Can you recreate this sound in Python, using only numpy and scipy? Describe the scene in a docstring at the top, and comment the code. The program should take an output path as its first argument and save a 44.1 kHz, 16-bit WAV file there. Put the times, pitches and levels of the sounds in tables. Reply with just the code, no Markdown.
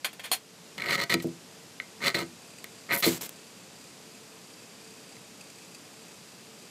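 """Striking sparks from a ferrocerium rod

After a few dry snaps, a steel striker is scraped down the rod in three bouts, over tinder on a wooden
board. Stick-slip friction rings the steel. The rod's tip knocks on the board, and a flutter echo between
nearby surfaces rings low and hollow. Burning shavings fizz and pop, most of all in the last bout.
A soft hiss lies under it all, joined near the second bout by a faint chirr."""
import sys
import numpy as np
from scipy import signal
from scipy.fft import rfft, irfft
from scipy.io import wavfile

SR = 44100
rng = np.random.default_rng(int(sys.argv[2]) if len(sys.argv) > 2 else 0)


def pcm_store(signal):
    """Save signal as 16-bit PCM."""
    levels = np.round(np.clip(np.atleast_2d(signal), -1, 1) * 32767)
    wavfile.write(sys.argv[1], SR, levels.astype(np.int16).T)


N = 295470
TIME = np.arange(N) / SR


def from_db(db):
    return 10 ** (np.asarray(db) / 20)


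def rms_one(x):
    return x / np.sqrt(np.mean(x ** 2) + 1e-20)


def unit_energy(x):
    return x / np.sqrt(np.sum(x ** 2))


def through(x, response):
    return signal.fftconvolve(x, response)[:N]


def split(x, hz):
    """Crossover: the bands below and above a frequency, in phase with each other."""
    low, high = (signal.butter(2, hz, kind, fs=SR, output="sos") for kind in ("low", "high"))
    return signal.sosfilt(np.vstack([low, low]), x), signal.sosfilt(np.vstack([high, high]), x)


def colour(points, size=4096):
    """Minimum-phase filter: a causal response of unit energy with the given spectral shape."""
    hz, db = np.transpose(points)
    log_hz = np.log(np.maximum(np.fft.rfftfreq(size, 1 / SR), 1))
    magnitude = from_db(np.interp(log_hz, np.log(hz), db))
    cepstrum = irfft(np.log(magnitude))
    cepstrum[1:size // 2] *= 2
    cepstrum[size // 2 + 1:] = 0
    return unit_energy(irfft(np.exp(rfft(cepstrum))))


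def resonances(peaks, size=8192):
    """Parallel resonators: damped cosines, the broader dying sooner; unit energy."""
    t = TIME[:size]
    return unit_energy(sum(from_db(db) * width * np.exp(-np.pi * width * t) * np.cos(2 * np.pi * hz * t)
                           for hz, width, db in peaks))


def grains(per_s, spread_db):
    """Shot noise: tiny fractures of uneven size at random instants; unit rms."""
    sizes = from_db(spread_db * np.minimum(rng.exponential(1, N), 3))
    occurs = rng.random(N) < per_s / SR
    return rms_one(occurs * sizes * rng.choice([-1, 1], N))


def surges(per_s, jitter, decay_s, depth, count=3000):
    """Relaxation oscillation: unevenly spaced jumps decay towards a steady part; unit rms."""
    intervals = np.exp(jitter * rng.standard_normal(count)) / per_s
    at = (np.cumsum(intervals) * SR).astype(int)
    starts = np.zeros(N)
    starts[at[at < N]] = 1
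    pulses = signal.lfilter([1], [1, -np.exp(-1 / (decay_s * SR))], starts)
    return rms_one(1 + depth * pulses)


def envelope(start, swell, length, ease_db_per_s, fall_db_per_s):
    """Power-law rise to 1, then exponential decay that steepens once the length is over."""
    t = np.clip(TIME - start, 0, 1)
    fallen_db = ease_db_per_s * np.maximum(t - swell, 0) + fall_db_per_s * np.maximum(t - length, 0)
    return np.minimum(t / swell, 1) ** 1.2 * from_db(-fallen_db)


def impulse(start, decay_s, size=64):
    """Impulsive excitation: a flat-spectrum burst with the energy of one millisecond at level 1."""
    out, at = np.zeros(N), int(start * SR)
    spectrum = rfft(rng.standard_normal(size) * np.exp(-TIME[:size] / decay_s))
    out[at:at + size] = irfft(spectrum / np.abs(spectrum))
    return out * np.sqrt(SR / 1000)


# spectrum of the hiss: f/Hz, relative level/dB
HISS_SPECTRUM = [(25, -22), (50, -20), (75, -14), (100, -4), (190, 3), (300, -0.5), (500, -3), (800, -6.5),
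                 (1600, -10), (3500, -10), (7500, -11), (10000, -17), (13000, -20.5), (16000, -47)]
# resonances in the hiss: f/Hz, bandwidth/Hz, relative level/dB
HISS_PEAKS = [(179, 6.3, 5.5), (212.5, 15, -1), (288, 4.3, 2), (445, 4.4, 11.5), (2620, 92, -9),
              (4870, 170, -7)]


def hiss():
    """Filtered noise: a broad spectrum with a few resonances, rising slightly in the first second."""
    broad = through(rng.standard_normal(N), colour(HISS_SPECTRUM))
    peaks = through(rng.standard_normal(N), resonances(HISS_PEAKS))
    level_db = np.interp(TIME, [0.44, 0.7], [-53.5, -50.5])
    return from_db(level_db) * (broad + from_db(-10) * peaks)


# spectrum of a snap's crunch: f/Hz, relative level/dB
CRUNCH_SPECTRUM = [(40, -46), (200, -19), (500, -3), (1000, -8.5), (2100, 1.5), (2800, 0.5), (3400, 0.5),
                   (4500, -5), (5500, -8.5), (8000, -5), (11000, -1.5), (15500, -11.5)]
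# narrow peaks colouring the noisy crunch: f/Hz, bandwidth/Hz, relative level/dB
CRUNCH_PEAKS = [(1070, 23, 1), (1560, 51, -5), (1800, 42, -2), (2390, 83, -2), (3240, 58, 5.5),
                (3440, 68, -21), (4270, 21, 9), (4650, 60, -2), (6780, 46, -2), (7800, 60, -13),
                (8830, 65, 0.5)]
# dry snaps, levels relative: t/s, level/dB, rise/s, hold/s, treble/dB, hollow crack/dB
SNAPS = [(.045, -27.5, 0.001, 0.011, -4.5, -7), (0.13, -49.5, 0.00079, 0.004, 0, -2),
         (0.194, -40, 0.0017, 0.0063, -9, -1), (.234, -36, 0.013, 0.026, -6, -21),
         (0.315, -30.5, 0.001, 0.022, 5, 9.5)]


def snaps():
    """Exponentially decaying noise: a dry crunch holds briefly and dies, the treble first."""
    out = np.zeros(N)
    crunch = colour(CRUNCH_SPECTRUM, size=8192) + from_db(-4.5) * resonances(CRUNCH_PEAKS)
    low, high = split(through(rng.standard_normal(N), crunch), hz=4000)
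    hollow = through(rng.standard_normal(N), resonances([(738, 140, 0)]))
    low_db_per_s, high_db_per_s, hollow_db_per_s = 462.6, 637.4, 598
    for start, level_db, rise, hold, treble_db, crack_db in SNAPS:
        t = np.clip(TIME - start, 0, 1)
        dying_s = np.maximum(t - hold, 0)
        sound = low * from_db(-low_db_per_s * dying_s)
        sound += high * from_db(treble_db - high_db_per_s * dying_s)
        sound += hollow * from_db(crack_db - 6 - hollow_db_per_s * t)
        onset_db = 4.5 * np.exp(-t / 0.0049)   # the first instant stands out
        out += sound * from_db(level_db - 1 + onset_db) * np.minimum(t / rise, 1)
    return out


def stroke(rubbing, start, swell, length, level_db, ease_db_per_s, bite_db, body_db, judder):
    """Friction drive (body, middle, treble): it follows the force and brightens as the edge digs in."""
    judder_hz, dig_db_per_s = 50.6, 58
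    t = np.clip(TIME - start, 0, length)
    force = envelope(start, swell, length, ease_db_per_s, fall_db_per_s=2200)
    skipping = 1 + judder * np.sin(2 * np.pi * judder_hz * t)   # an edge that does not grip skips
    body = force ** 0.56 * from_db(body_db)   # the rod's rumble follows the force only in part
    middle = force * skipping
    treble = middle * from_db(bite_db + dig_db_per_s * (t - length / 2))
    return rubbing * from_db(level_db) * np.array([body, middle, treble])


# strokes along the rod: t/s, swell/s, length/s, level/dB, easing/(dB/s), treble bite/dB,
# rod rumble/dB, judder depth (0-1)
STROKES = [(0.778, 0.0014, 0.089, -31, 0, -9.5, -1.5, 0.87), (0.849, 0.069, 0.11, -21, 40, -3.5, -2, 0),
           (0.973, 0.012, 0.065, -29, 8, 3, 5, 0.64), (1.095, 0.002, 0.04, -20.5, 92, 0, -2.5, 0.05),
           (1.138, 0.0011, 0.003, -13.5, 0, 1, -6, 0.3), (1.196, 0.002, 0.013, -33, 600, -2, -14, 0),
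           (2.001, 0.079, 0.12, -18.5, 700, -0.5, -2, 0.16), (2.143, 0.0017, 0.043, -24.5, 270, 3, 3, 0),
           (2.184, 0.0032, 0.051, -27, 310, 3.5, 3.5, 0.14),
           (2.886, 0.041, 0.083, -16, 320, -11, -3.5, 0.14), (3.022, 0.004, 0.018, -18, 0, -1, -6, 0.07),
           (3.039, 0.0028, 0.048, -22, 230, 7, -1, 0.16)]
# steel clicking against the rod: t/s, level/dB, hardness (gain of body and treble)/dB
CLICKS = [(.781, -30.5, 4.5), (.8205, -14.5, -12), (.909, -15, -2), (1.123, -16, -10), (1.1411, -10.5, 1.5),
          (1.8003, -13, -21), (2.080, -10, -6), (2.147, -9.5, -11), (2.643, -24.5, -6), (5.167, -36, -2)]
# modes of striker and rod held together: f/Hz, bandwidth/Hz, relative level/dB
STEEL_MODES = [(401, 18, -6), (556, 18.4, -0.5), (682, 18, -3.5), (958, 19, -6.5), (1252, 40, -3.5),
               (1303, 37, -7.5), (1532, 25, -3.5), (1930, 57, 4.5), (2097, 116, 5.5), (2280, 76, -22),
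               (2880, 73, -10.5), (3520, 54, -9.5), (3430, 38, -25), (4024, 107, -2.5), (4370, 29, -9),
               (4220, 31, -33), (4600, 54, -28), (4790, 37, -14), (6750, 60, -17), (7770, 150, -21),
               (10700, 110, -37), (11900, 250, -37), (12900, 230, -38)]
# spectrum of the grit: f/Hz, relative level/dB
GRIT_SPECTRUM = [(40, -33), (80, -4), (150, 6.5), (400, 3), (850, -7), (1600, -2.5), (2700, -7),
                 (4500, 3.5), (5600, -18), (8500, -19.5), (10000, -23), (15500, -51.5)]


def striker():
    """Stick-slip friction: the edge tears grains off the rod in surges, which ring the steel."""
    slipping = surges(per_s=170, jitter=0.3, decay_s=0.0013, depth=3)
    rubbing = grains(per_s=14000, spread_db=1) * slipping
    bands = sum(stroke(rubbing, *row) for row in STROKES)
    for start, level_db, hard_db in CLICKS:
        band_gains = from_db([hard_db - 10.5, 0, hard_db])   # a click shakes the rod less than a stroke
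        bands += np.outer(band_gains, from_db(level_db) * impulse(start, decay_s=0.0009))
    body, middle, treble = bands
    lower = split(body, hz=1610)[0] + split(middle, hz=1370)[1]
    drive = split(lower, hz=2700)[0] + split(treble, hz=2800)[1]
    response = from_db(-3) * resonances(STEEL_MODES) + from_db(-11.5) * colour(GRIT_SPECTRUM, size=8192)
    return through(drive, response)


# partials of the low, hollow ringing after each knock: f/Hz, relative level/dB, T60/s
FLUTTER_PARTIALS = [(90, -18, 0.27), (130, -21.5, 0.33), (164.5, -13.5, 0.29), (180.7, -13, 0.22),
                    (252.5, -10, 0.23), (335.5, -5.5, 0.2), (378, -16.5, 0.21), (445, -9.5, 0.12),
                    (514, -23.5, 0.26), (624, -17, 0.092)]
# the rod's tip knocking on the board: t/s, level/dB, tilt towards the bass/(dB/octave)
KNOCKS = [(1.143, -16.5, 2.5), (1.245, -17.5, 1.5), (1.271, -31, -6), (2.151, -25, -7), (2.216, -26, 0.5),
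          (3.065, -10, 0.5)]


def knocks():
    """Flutter echo between nearby surfaces: each knock leaves a hollow ringing of damped partials."""
    out, t = np.zeros(N), TIME[:SR // 2]
    onset = 1 - np.exp(-t / 0.0011)
    for start, level_db, tilt in KNOCKS:
        at = int(start * SR)
        for hz, partial_db, t60 in FLUTTER_PARTIALS:
            db = level_db + partial_db + tilt * np.log2(330 / hz) + rng.normal(0, 0.86)
            out[at:at + len(t)] += onset * from_db(db - 60 * t / t60) * np.sin(2 * np.pi * hz * t)
    return split(out, hz=123)[1]   # no deep bass


# shavings flaring up: t/s, swell/s, length/s, level/dB, roar relative to fizz/dB
FLARES = [(1.221, 0.002, 0.017, -44, -1), (2.913, 0.034, 0.04, -26.5, -8.5),
          (2.972, 0.0027, 0.038, -28.5, -12.5), (3.021, 0.044, 0.061, -26, -4.5),
          (3.083, 0.003, 0.095, -34.5, 2.5), (3.208, 0.004, 0.059, -36.5, -1)]
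# single sparks bursting: t/s, relative level/dB
POPS = [(1.272, -34), (2.6422, -23.5), (2.963, -16), (3.004, -24), (3.182, -37), (3.263, -35), (3.293, -22)]
# spectrum of the high fizz: f/Hz, relative level/dB
FIZZ_SPECTRUM = [(100, -42), (3000, -44), (7000, -29), (9600, 0), (10900, 1), (11500, 4.5), (12200, 6),
                 (12700, -4), (13300, 7), (14300, -8), (16000, 3)]
# spectrum of the lower roar: f/Hz, relative level/dB
ROAR_SPECTRUM = [(60, -2), (300, 7.5), (1200, 0.5), (2200, 2.5), (4000, 4), (5500, 1.5), (8000, 5.5),
                 (11000, -15), (16000, -36)]


def sparks():
    """Combustion noise: countless tiny bursts merge into fizz and roar; a few sparks pop alone."""
    flicker = surges(per_s=200, jitter=0.49, decay_s=0.0016, depth=1.1)
    sizzle = grains(per_s=14000, spread_db=0) * flicker
    rush = grains(per_s=22000, spread_db=7.5) * flicker
    pops = sum(from_db(db) * impulse(start, decay_s=0.00052) for start, db in POPS)
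    fizz, roar = from_db(-8.5) * pops, from_db(-12.5) * pops
    for start, swell, length, level_db, roar_db in FLARES:
        # a flare dims as its shavings burn up
        flare = from_db(level_db) * envelope(start, swell, length, ease_db_per_s=108, fall_db_per_s=1500)
        fizz += sizzle * flare
        roar += rush * flare * from_db(roar_db)
    return through(fizz, colour(FIZZ_SPECTRUM)) + through(roar, colour(ROAR_SPECTRUM))


# resonances of the chirr, for one pass: f/Hz, bandwidth/Hz, relative level/dB
CHIRR_PEAKS = [(2560, 390, 4), (4710, 290, 4.5), (7420, 2900, 1)]
# single louder chirps: t/s, level/dB
CHIRPS = [(2.583, -47.5), (5.41, -46), (5.5, -49), (5.746, -44)]


def chirr():
    """Amplitude modulation: faint, high bands of noise pulse quickly while their level wavers."""
    knots = np.linspace(0, TIME[-1], num=120)
    waver_db = 3 * np.interp(TIME, knots, rng.standard_normal(len(knots)))
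    entry = np.interp(TIME, [1.8, 2.16], [0, 1])
    pulses = surges(per_s=32.7, jitter=0.078, decay_s=0.0074, depth=3.1)
    gain = pulses * from_db(-59.5 + waver_db) * entry
    for start, level_db in CHIRPS:
        chirp = envelope(start, swell=0.0008, length=0.0027, ease_db_per_s=0, fall_db_per_s=2500)
        gain += from_db(level_db) * chirp
    ringing = resonances(CHIRR_PEAKS)
    two_passes = unit_energy(signal.fftconvolve(ringing, ringing))   # deepens the gaps between pitches
    return through(rng.standard_normal(N) * gain, two_passes)


def room(x, wet_db, t60, dull_hz):
    """Reverberation: reflections from close surfaces add a short, dull tail."""
    t = TIME[:SR // 2]
    tail = rng.standard_normal(len(t)) * from_db(-60 * t / t60) * (t > 0.003)
    reflections = through(x, unit_energy(tail))
    return x + from_db(wet_db) * split(reflections, dull_hz)[0]


def scene():
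    """Superposition: all sources add at one close microphone."""
    mix = hiss() + snaps()
    mix += room(striker() + sparks(), wet_db=-12, t60=0.19, dull_hz=3960)
    return (mix + knocks() + chirr())[None]


def record(dry):
    """Band limiting and soft saturation: deep bass and extreme treble are cut, peaks are rounded."""
    low_hz, high_hz, ceiling = 60, 15500, 0.6
    thin = signal.sosfilt(signal.butter(2, low_hz, "high", fs=SR, output="sos"), dry)
    rounded = ceiling * np.tanh(thin / ceiling)
    return signal.sosfilt(signal.ellip(10, 0.3, 80, high_hz, fs=SR, output="sos"), rounded)


dry = scene()
out = record(dry)
pcm_store(out)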